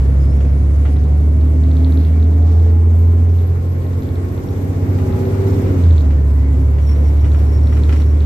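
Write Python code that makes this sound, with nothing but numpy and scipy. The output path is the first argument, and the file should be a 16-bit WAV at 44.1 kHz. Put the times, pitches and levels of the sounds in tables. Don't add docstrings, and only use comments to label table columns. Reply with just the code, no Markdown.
import sys
import numpy as np
from scipy import signal
from scipy.io import wavfile

SR = 44100
rng = np.random.default_rng(int(sys.argv[2]) if len(sys.argv) > 2 else 0)


def nominal_scale(level):
    x = np.asarray(level, float) / 20
    return 10 ** x


def bounce(signal):
    frames = np.transpose(np.atleast_2d(signal))
    limited = np.clip(frames, -1, 1)
    pcm = np.round(limited * 32767).astype(np.int16)
    wavfile.write(sys.argv[1], SR, pcm)


N = 363825

# t/s, firing rate/Hz
ENGINE = [(0.0, 67.53), (0.3, 68.46), (1.5, 75.63), (3.0, 84.01), (3.6, 87.79), (4.2, 90.5), (4.8, 94.05),
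          (5.1, 94.98), (5.56, 97.26), (5.63, 96.5), (5.74, 92.71), (5.86, 84.45), (5.98, 76.84),
          (6.04, 73.95), (6.16, 71.57), (6.35, 70.6), (7.0, 72.52), (8.25, 75.05)]
# f/Hz, likeness
LIKENESS = [(60, 1.0), (130, 0.91), (290, 0.86), (640, 0.16), (1410, -0.35), (3100, 0.098), (6820, -0.15),
            (15000, -0.016)]
# f/Hz, level/dB
LEANING = [(60, -1.0), (110, -1.0), (200, -1.0), (380, 0.5), (700, 1.0), (1290, 0.5), (2380, 0.5),
           (4400, -1.0), (8120, -3.0), (15000, -3.5)]
# start t/s, length t/s, level/dB, first f/Hz
SQUEAKS = [(4.467, 0.051, -55, 5550), (5.463, .1, -55.5, 5340), (6.812, .05, -59, 5700),
           (6.86, 0.085, -48.5, 5520), (6.94, .07, -59.5, 5700), (7.039, .07, -58, 5580),
           (7.19, .1, -65, 5650), (7.36, 0.06, -60, 5530), (7.459, 0.051, -55, 5450),
           (7.517, 0.075, -54.5, 5460), (7.627, 0.069, -57, 5500), (7.689, 0.1, -56.5, 5580),
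           (7.803, .07, -63, 5480), (7.902, 0.065, -55, 5480), (7.964, 0.077, -53, 5630),
           (8.037, 0.1, -60, 5570)]
TRIM_T60_S = 0.17


def rms_one(x):
    return x / np.sqrt(np.mean(x ** 2) + 1e-20)


def in_time(rows, before=None):
    s, *columns = np.transpose(rows)
    return [np.interp(np.arange(N) / SR, s, c, before, before) for c in columns]


def at_hz(points, hz):
    point_hz, values = np.array(points)[:, 0], np.array(points)[:, 1]
    return np.interp(np.log(hz), np.log(point_hz), values)


def drift(rate):
    r = np.exp(-80 * np.pi * rate / SR)
    white = rng.standard_normal(N // 40 + 2002)
    slow = signal.lfilter([1], [1, -2 * r, r * r], white)[2000:]
    return np.interp(np.arange(N) / 40, np.arange(len(slow)), rms_one(slow))


def band(x, low_hz, high_hz):
    return signal.sosfilt(signal.butter(2, [low_hz, high_hz], "band", fs=SR, output="sos"), x)


def low_pass(hz):
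    return signal.butter(2, hz, fs=SR, output="sos")


def panned(x, db):
    return np.array([x * nominal_scale(db / 2), x * nominal_scale(-db / 2)])


def swell(start, length, edge):
    t = np.arange(N) / SR
    return np.clip(np.minimum(t - start, start + length - t) / edge, 0, 1)


def tone(turns, hz, free=1):
    start = rng.uniform(0, 2 * np.pi)
    sign = rng.choice([-1, 1]) if hz > 90 else -1
    gap = sign * np.arccos(np.clip(at_hz(LIKENESS, hz), -1, 1)) / 2
    angle = 2 * np.pi * turns + free * start
    lean = nominal_scale(at_hz(LEANING, hz) / 2)
    return np.sqrt(2) * np.array([lean * np.sin(angle + gap), np.sin(angle - gap) / lean])


def banded_noise(spectrum, patchy_db):
    low_hz, high_hz = spectrum[0][0], spectrum[-1][0]
    edges = low_hz * 2 ** np.arange(0, np.log2(high_hz / low_hz) + .1, 1 / 3)
    out, together, white = 0, drift(25), rng.standard_normal((2, 2, N))
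    for k, (low, high) in enumerate(zip(edges, edges[1:])):
        mid, side = band(white[k % 2], low, high)
        hz = np.sqrt(low * high)
        alike = np.clip(at_hz(LIKENESS, hz), -1, 1)
        gain = nominal_scale(at_hz(spectrum, hz) + patchy_db * (0.86 * together + drift(8.8)))
        lean = nominal_scale(at_hz(LEANING, hz) / 2 * np.array([[1], [-1]]))
        field = np.sqrt(1 + alike) * mid + np.sqrt(1 - alike) * side * [[1], [-1]]
        out = out + gain * lean * field
    return rms_one(out)


def boom_db(firing_hz):
    # firing rate/Hz, level/dB
    firing = [(67, -10), (72, -10), (77, -9), (82, -8.5), (86, -9), (88, -15), (92, -21), (97, -16)]
    # start t/s, length t/s, level/dB
    heaves = [
        (7.6, 0.07, 1),
        (4.9, 0.7, 1),
        (4.86, 0.17, 2.5),
        (5.64, 0.15, 6.5),
        (2.45, .7, 1.35),
    ]
    surge_s, surge_db, rise_s, fall_s = 5.92, 5.5, .11, .08
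    late = np.arange(N) / SR - surge_s
    surge = np.clip(np.minimum(1 + late / rise_s, 1 - late / fall_s), 0, 1)
    heave_db = sum(db * swell(s, length, 0.024) for s, length, db in heaves)
    return at_hz(firing, firing_hz) + surge_db * surge + heave_db


def diesel():
    # t/s, level/dB
    effort = [(0.0, -1), (1.5, -4), (3.0, -6), (4.0, -6), (4.8, -0.5), (5.3, 0), (5.65, 3.5), (5.9, 2.5),
              (6.2, -0.5), (7.0, -5.5), (8.25, -1)]
    # multiple, level/dB
    cycle = [(2, -48.5), (3, -43.5), (4, -38.5), (5, -44.5), (8, -30), (9, -30.5), (10, -31.5), (11, -31),
             (12, -26.5), (13, -33), (14, -35.5), (15, -42), (16, -33.5), (17, -41.5), (18, -39),
             (19, -47.5), (20, -42), (21, -36), (22, -49), (23, -42), (24, -43), (25, -52), (26, -43.5),
             (28, -48), (29, -46.5), (30, -45), (31, -43), (32, -51.5), (33, -42.5)]
    # f/Hz, level/dB
    cabin_response = [(25, -2), (45, 3.5), (62, -1), (75, 4), (90, -1.5), (104, 2.5), (118, -7.5), (135, 1),
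                      (155, -6), (175, -6), (200, -13), (225, -5.5), (250, 1),
                      (275, 6.5), (300, 0), (330, -10.5), (360, -6), (385, 3.5), (410, 2.5), (440, 7.5),
              (480, -3.5), (560, -2), (700, 5.5), (830, 12), (900, -1.5), (1400, 14.5)]
    # multiple, start t/s, end t/s, level/dB
    swells = [(8, 0, 1.7, -32), (8, 6.6, 7.8, -31), (9, 0, 2.1, -27), (9, 2.9, 4.6, -31),
              (9, 5.9, 8.5, -25), (12, 0, .6, -25), (12, 0, 2.8, -34), (12, 1.45, 2.15, -28),
              (12, 6, 7.5, -32), (16, 4.7, 6.1, -33), (14, 4.6, 5.8, -36), (10, 4.4, 5.9, -34),
              (9, 4.6, 5.7, -38), (18, 3.8, 5.2, -38), (20, 7.3, 8.5, -38), (24, .5, 2.2, -36),
              (24, 2.2, 3.3, -34), (24, 3.5, 4.7, -43), (24, 0, .4, -33), (24, 4.9, 6.05, -23),
              (24, 4.25, 5.0, -35), (33, 5.0, 5.9, -43), (30, 5.3, 6.2, -38), (28, 5.5, 6.3, -36),
              (18, 5.45, 6.1, -31), (18, 4.4, 5.3, -33), (24, 6.8, 8.5, -37), (28, 4.3, 5.1, -40),
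              (30, 1.1, 2.1, -39), (32, 2.25, 3.1, -34), (28, 2.7, 3.9, -40), (22, 3.6, 4.5, -39)]
    # firing rate/Hz, level/dB
    lopes = [(67, -29), (76, -34), (85, -34.5), (90, -25), (97, -18.5)]
    (firing_hz,), (effort_db,) = in_time(ENGINE), in_time(effort)
    turns = np.cumsum(firing_hz) / SR
    lope = nominal_scale(at_hz(lopes, firing_hz) + 0.29 * drift(4.1)) * np.cos(2 * np.pi * turns / 6)
    out = (nominal_scale(boom_db(firing_hz) + .3 * drift(7)) + lope) * tone(turns, 60.5, free=0)
    lift_off_s, lift_off_length_s, lift_off_db = 5.76, .3, -6
    lift_off = swell(lift_off_s, lift_off_length_s, .07)
    for multiple, level_db in cycle:
        share = multiple / 6
        gain = nominal_scale(level_db + at_hz(cabin_response, share * firing_hz) + effort_db)
        for louder, start, end, swell_db in swells:
            if louder == multiple:
                gain += nominal_scale(swell_db) * swell(start - .15, end - start + 0.17, 0.67)
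        gain *= nominal_scale(lift_off_db * (share > 2.2) * lift_off)
        waver_db = (share > 1.9) * (1.4 * drift(4) + drift(12))
        waver_db = waver_db + 1.2 * drift(2.5) + .8 * drift(9)
        out += gain * nominal_scale(waver_db) * tone(share * turns, share * 80)
    return out


def driveline():
    teeth = [2.79, 3.375, 8.705, 10.085, 9.563, 12.0, 14.0, 3.47]
    # tooth line number, start t/s, end t/s, level/dB
    gears = [(0, 0, .8, -36), (0, .85, 1.8, -37), (0, 1.8, 3.4, -31), (0, 3.85, 4.3, -35),
             (1, .2, 2.6, -36), (1, 1.3, 1.65, -32), (1, 1.6, 2.1, -28), (2, 1.1, 2.05, -44),
             (2, .3, .8, -47), (2, 2.15, 2.7, -41), (2, 2.9, 3.7, -48), (2, 4.4, 5, -47), (2, 5, 5.65, -38),
             (2, 6.4, 8.1, -54), (3, .25, .7, -43), (3, .8, 1.3, -44), (3, 2.4, 3.0, -45),
             (3, 5.3, 7.3, -52), (3, 7.3, 8.5, -57), (4, 6.5, 8, -56), (5, 1.5, 3.4, -58),
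             (5, 3.4, 4.5, -50), (5, 2.95, 3.35, -51), (6, 2.42, 2.65, -48), (7, 1.7, 2.7, -34)]
    shift_start_s, shift_end_s, step_up = 5.55, 6.3, 1.416
    t, (firing_hz,) = np.arange(N) / SR, in_time(ENGINE)
    locked = (t < shift_start_s) | (t > shift_end_s)
    geared = firing_hz * np.where(t > shift_end_s, step_up, 1)
    turns = np.cumsum(np.interp(t, t[locked], geared[locked])) / SR
    out = 0
    for k, multiple in enumerate(teeth):
        gain = sum(nominal_scale(db) * swell(a - .1, b - a + 0.15, 0.22) for which, a, b, db in gears if which == k)
        waver = nominal_scale(2.2 * drift(3) + 1.5 * drift(10))
        out = out + gain * waver * tone(multiple * turns, multiple * 80)
    return out


def turbo():
    # t/s, whine f/Hz
    spool = [(0.0, 10430), (0.2, 10460), (1.45, 11290), (3.01, 12251), (3.65, 12566), (4.71, 12955),
             (5.49, 13199), (5.65, 13098), (5.86, 12539), (5.95, 12223), (6.13, 11919), (6.6, 11610),
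             (6.92, 11530), (8.02, 11582), (8.25, 11760)]
    hz, = in_time(spool)
    whine_db, boost_from_hz, db_per_khz = -61.5, 12150, 6.6
    level_db = whine_db + db_per_khz * np.maximum(hz - boost_from_hz, 0) / 1000
    ears = []
    for side_db in (-8, 1.5):
        line = np.sin(2 * np.pi * np.cumsum(hz + 12 * drift(30)) / SR)
        white = rng.standard_normal((2, N))
        shoulders = rms_one(signal.lfilter([1], [1, -.98], white[0]))
        skirt = rms_one(signal.sosfilt(low_pass(900), white[1]))
        grain = 1.6 + .85 * shoulders + .6 * skirt
        ears.append(nominal_scale(level_db + side_db + 1.5 * drift(6) + 2.2 * drift(60)) * line * grain)
    return np.array(ears)


def roar():
    # t/s, level/dB
    shaking = [(0.0, 2.5), (0.5, -1), (1.33, -2.5), (1.84, 1), (2.3, -0.5), (2.85, -2), (3.6, -2.5),
               (4.2, 0.5), (4.6, 1), (5.15, 7.5), (5.7, 8.5), (5.95, 4), (6.15, 0), (6.7, -1), (7.0, 2),
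               (7.9, 3.5), (8.1, 1), (8.25, 0)]
    # f/Hz, level per Hz/dB
    rumble_spectrum = [(13, -58.5), (22, -16), (32, -22), (63, -8), (86, 2.5), (104, -11), (129, -18.5),
                       (190, -14.5), (268, -12), (338, -18), (414, -15), (900, -34), (1170, -68),
                       (1980, -120)]
    # f/Hz, level per Hz/dB
    clatter_spectrum = [(290, -25), (500, -10), (786, -11.5), (935, -10), (1370, -13), (1620, -16.5),
                        (2030, -16), (3050, -32.5), (4000, -36.5), (5200, -56), (8800, -120)]
    # f/Hz, level per Hz/dB
    hiss_spectrum = [(1470, -34), (2500, -7.5), (3220, -6), (3720, -6), (4570, -7.5), (6210, -7),
                     (8180, -8), (9450, -9), (12000, -12.5), (15100, -22.5), (15500, -21)]
    rumble_db, clatter_db, hiss_db = -24.5, -41, -50.5
    deep_follows, rumble_follows, clatter_follows, hiss_follows = .15, 0.58, 0.63, 0.65
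    shake_db, = in_time(shaking)
    rumble = banded_noise(rumble_spectrum, patchy_db=1.2)
    deep = signal.sosfiltfilt(low_pass(115), rumble)
    body = nominal_scale(deep_follows * shake_db) * deep + nominal_scale(rumble_follows * shake_db) * (rumble - deep)
    out = nominal_scale(rumble_db) * body
    out += nominal_scale(clatter_db + clatter_follows * shake_db) * banded_noise(clatter_spectrum, patchy_db=0.77)
    return out + nominal_scale(hiss_db + hiss_follows * shake_db) * banded_noise(hiss_spectrum, patchy_db=1.12)


def squeak_hz(t):
    climb_hz_per_s = 410
    start, length, _, first_hz = np.transpose(SQUEAKS)
    fit = np.maximum(np.searchsorted(start, t) - 1, 0)
    return first_hz[fit] + climb_hz_per_s * np.clip(t - start[fit], 0, length[fit])


def squeaks():
    # t/s, f/Hz, level/dB
    rising = [(.19, 4850, -70), (.21, 4950, -59), (.29, 5200, -57.5), (.35, 5450, -57.5), (.39, 5560, -62),
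              (.44, 5650, -72)]
    # start t/s, length t/s, first f/Hz, last
    # f/Hz, level/dB
    singing = [
        (6.15, .18, 1795, 1795, -52),
        (6.3, .3, 1975, 1975, -52),
        (6.41, .1, 2180, 2180, -52),
        (2.14, .05, 2290, 2290, -52),
        (1.975, .075, 4170, 4210, -57),
        (2.02, .08, 3220, 3220, -61),
        (1.975, .05, 3560, 3560, -58),
        (6.33, .42, 272, 258, -29),
        (2.03, .07, 2750, 2750, -58),
    ]
    t = np.arange(N) / SR
    rough = rms_one(signal.lfilter([1], [1, -1.95, .950625], rng.standard_normal((2, N))))
    gain = sum(nominal_scale(db) * swell(s, length, .17 * length) for s, length, db, _ in SQUEAKS)
    gain += nominal_scale(in_time(rising, before=-200)[1])
    drag_s, drag_length_s, drag_db = 6.8, 1.38, -65.5
    gain += nominal_scale(drag_db + 3 * drift(16)) * swell(drag_s, drag_length_s, 0.033)
    hz = np.where(t < 1, in_time(rising)[0], squeak_hz(t))
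    hz = hz + np.where(t < 1, 40, 26) * drift(40)
    angle = 2 * np.pi * np.cumsum(hz) / SR
    grain = .65 + .55 * rough
    whistle = np.sin(angle) + nominal_scale(-10.5) * np.sin(2 * angle)
    out = gain * nominal_scale(4.5 + 1.3 * drift(40)) * grain * whistle
    for start, length, from_hz, to_hz, level_db in singing:
        hz = np.interp(t, [start, start + length], [from_hz, to_hz])
        gain = nominal_scale(level_db + 2.2 * drift(45)) * swell(start, length, .2 * length)
        out += gain * tone(np.cumsum(hz) / SR, from_hz)
    return out


def trim_ring(blows):
    # f/Hz, level/dB, t60/s
    trim = [(1360, -6, 0.026), (1984, -2.5, 0.019), (2440, -9, .03), (2886, -10, 0.029)]
    contact_db = -7
    chatter_per_s = 300
    out, age = np.zeros((2, N)), np.arange(SR // 25) / SR
    for hz, level_db, t60 in trim:
        rebounds = rng.standard_normal(len(age)) * (rng.random(len(age)) < chatter_per_s / SR)
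        chatter = (age == 0) + rebounds * nominal_scale(-60 * age / TRIM_T60_S)
        struck = np.convolve(signal.fftconvolve(blows, chatter), np.hanning(9) / 4)[:N]
        struck = struck * nominal_scale(level_db + contact_db + 2 * drift(20))
        r, w = nominal_scale(-60 / (t60 * SR)), 2 * np.pi * hz / SR
        ring = signal.lfilter([0, np.sin(w)], [1, -2 * r * np.cos(w), r * r], struck + 1e-18)
        out += panned(ring, rng.normal(0, 2))
    return out


def knocks():
    # t/s, peak level/dB, brightness above 4 kHz level/dB
    bumps = [(0.404, -36, -6.5), (0.4472, -39, -19), (0.852, -31, -25.5), (0.862, -41.5, -11.5),
             (0.9577, -41.5, -12.5), (3.189, -50, -12.5), (4.985, -36, -7), (5.4336, -45, -16),
             (5.471, -38, -9.5), (5.805, -39, -12.5), (6.105, -35, -4), (6.784, -37, -12),
             (6.892, -38, -11), (7.2432, -30, -18.5), (7.3452, -33.5, -18), (7.7236, -31.5, -36),
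             (7.7677, -32.5, -20), (7.8355, -46.5, -15), (7.892, -25.5, -12), (7.925, -27, -3.5),
             (7.96, -33.5, -5), (7.9988, -33.5, -6.5), (8.2104, -37.5, -8)]
    thud_db = -2
    crack_db, crack_t60_s = 4, .06
    grains = rng.standard_normal((2, N)) * (rng.random(N) < 4000 / SR)
    dull = rms_one(band(grains + 0.14 * rng.standard_normal((2, N)), 900, 2800))
    dull += nominal_scale(thud_db) * rms_one(band(rng.standard_normal(N), 300, 900))
    bright = rms_one(band(rng.standard_normal((2, N)), 3600, 9500))
    blows, out = np.zeros(N), np.zeros((2, N))
    for s, peak_db, bright_db in bumps:
        i = int(s * SR)
        blows[i] = nominal_scale(peak_db)
        age = np.arange(min(N - i, SR // 4)) / SR
        span = slice(i, i + len(age))
        shape = np.minimum(age * 1500, 1) * nominal_scale(peak_db - 11.5 - 60 * age / TRIM_T60_S)
        crack = 1 + nominal_scale(crack_db - 60 * age / crack_t60_s)
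        out[:, span] += shape * (crack * dull[:, span] + nominal_scale(bright_db) * bright[:, span])
    return out + trim_ring(blows)


def tick_times():
    # t/s, peak level/dB, ticks in a row
    ticks = [(0.9672, -40, 1), (1.038, -42, 1), (1.064, -50, 1), (1.2, -46, 1), (2.001, -40, 1),
             (2.024, -43, 1), (1.4122, -44, 1), (1.4536, -45, 1), (1.637, -37, 1), (1.7144, -35, 1),
             (1.7685, -31, 1), (1.8067, -43, 1), (1.846, -27.5, 1), (1.896, -48, 1), (1.923, -33.5, 1),
             (1.974, -31, 1), (2.0494, -33.5, 1), (2.3375, -47, 1), (2.4248, -43, 1), (2.5255, -45, 1),
             (2.2, -39.5, 1), (2.2272, -35, 1), (2.5989, -40, 1), (3.387, -40, 1), (3.8193, -44.5, 1),
             (3.8666, -41, 2), (4.0228, -37, 3), (4.3775, -41, 1), (4.488, -38.5, 1), (5.1256, -37, 1),
             (5.2537, -37, 1), (5.4328, -40, 1), (5.5308, -41, 1), (5.6673, -41.5, 1), (5.839, -32.5, 2),
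             (5.9807, -29.5, 1), (6.008, -35, 1), (7.318, -36.5, 1), (6.962, -41, 1), (7.195, -41, 1),
             (7.39, -47, 1), (8.095, -46, 1), (7.672, -34, 1), (7.8356, -27, 1), (7.99, -45, 1),
             (8.02, -33, 1), (8.2056, -31, 1)]
    strays_per_s, stray_db = 2.6, -48.5
    rows = []
    for s, db, count in ticks:
        cycle_s = 6 / np.interp(s, *np.transpose(ENGINE))
        rows += [(s + k * cycle_s, db) for k in range(count)]
    luck = rng.random((60, 2))
    strays = np.cumsum(-np.log(1 - luck[:, 0]) / strays_per_s)
    rows += [(s, stray_db + 8 * (u - .5)) for s, u in zip(strays, luck[:, 1]) if s < N / SR]
    return np.transpose(rows)


def latch():
    # f/Hz, level/dB, t60/s
    modes = [(3550, -2, .012), (3850, 1.5, .011), (4200, -1, .010), (2800, -6, .008)]
    s, peak_db = tick_times()
    spread = rng.normal(0, 1, (len(s), 2 * len(modes)))
    out = np.zeros((2, N))
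    for k, (hz, level_db, t60) in enumerate(modes):
        clicks = np.zeros((2, N))
        strength = panned(nominal_scale(peak_db + level_db - 5), -3.5)
        clicks[:, (s * SR).astype(int)] = strength * nominal_scale(2.1 * spread[:, 2 * k:2 * k + 2].T)
        r, w = nominal_scale(-60 / (t60 * SR)), 2 * np.pi * hz / SR
        out += signal.lfilter([0, 0, np.sin(w) ** 2 / w], [1, -2 * r * np.cos(w), r * r], clicks + 1e-18)
    return out


def shivers():
    # start t/s, length t/s, level/dB
    buzzes = [
        (1.95, 0.13, -64),
        (2.3, 0.24, -62),
        (2.45, .26, -55.5),
        (7.36, 0.076, -54),
    ]
    # start t/s, length t/s, level/dB
    rustles = [(1.03, .05, -59), (1.642, 0.082, -57), (1.77, .065, -54.5), (1.85, .03, -58),
               (1.97, .12, -52.5), (2.231, .04, -60), (3.38, 0.13, -58), (4.019, 0.087, -61),
               (5.816, .2, -53), (7.25, .04, -55), (7.934, .12, -56), (8.21, .06, -53)]
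    road_db, road_from_s, road_top_hz = -34.5, 7, 42
    grains = rng.standard_normal((2, N)) * (rng.random(N) < 6000 / SR)
    buzz = sum(nominal_scale(db) * swell(s, length, .02) for s, length, db in buzzes)
    thuds = rms_one(band(rng.standard_normal(N), 8, road_top_hz)) * nominal_scale(2.7 * drift(3))
    rustle = sum(nominal_scale(db) * swell(s, length, .012) for s, length, db in rustles)
    rustle = rustle * nominal_scale(2.7 * drift(60))
    out = buzz * rms_one(band(grains, 3300, 6200))
    out = out + rustle * rms_one(band(grains[::-1], 2600, 4500))
    return out + nominal_scale(road_db) * swell(road_from_s, 3, .25) * panned(thuds, -.9)


def cabin(x, t60=0.28, wet_db=-6):
    age = np.arange(SR // 4) / SR
    tail = rng.standard_normal((2, len(age))) * nominal_scale(-60 * age / t60) * (age > .004)
    tail /= np.sqrt(np.sum(tail ** 2, axis=1, keepdims=True))
    return x + nominal_scale(wet_db) * signal.fftconvolve(x, tail, axes=1)[:, :N]


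def scene():
    fittings = nominal_scale(0.5) * band(latch(), 3050, 4500) + knocks()
    return diesel() + driveline() + turbo() + roar() + cabin(fittings) + squeaks() + shivers()


def top_cut(x):
    return signal.sosfilt(signal.butter(12, 15690, fs=SR, output="sos"), x)


def record(dry):
    port = signal.iirnotch(9700, 4.5, fs=SR)
    heard = 0.38 * dry + 0.5 * signal.lfilter(*port, dry)
    heard = heard / (1 + np.abs(heard / .85) ** 4) ** .25
    return top_cut(heard)


dry = scene()
out = record(dry)
bounce(out)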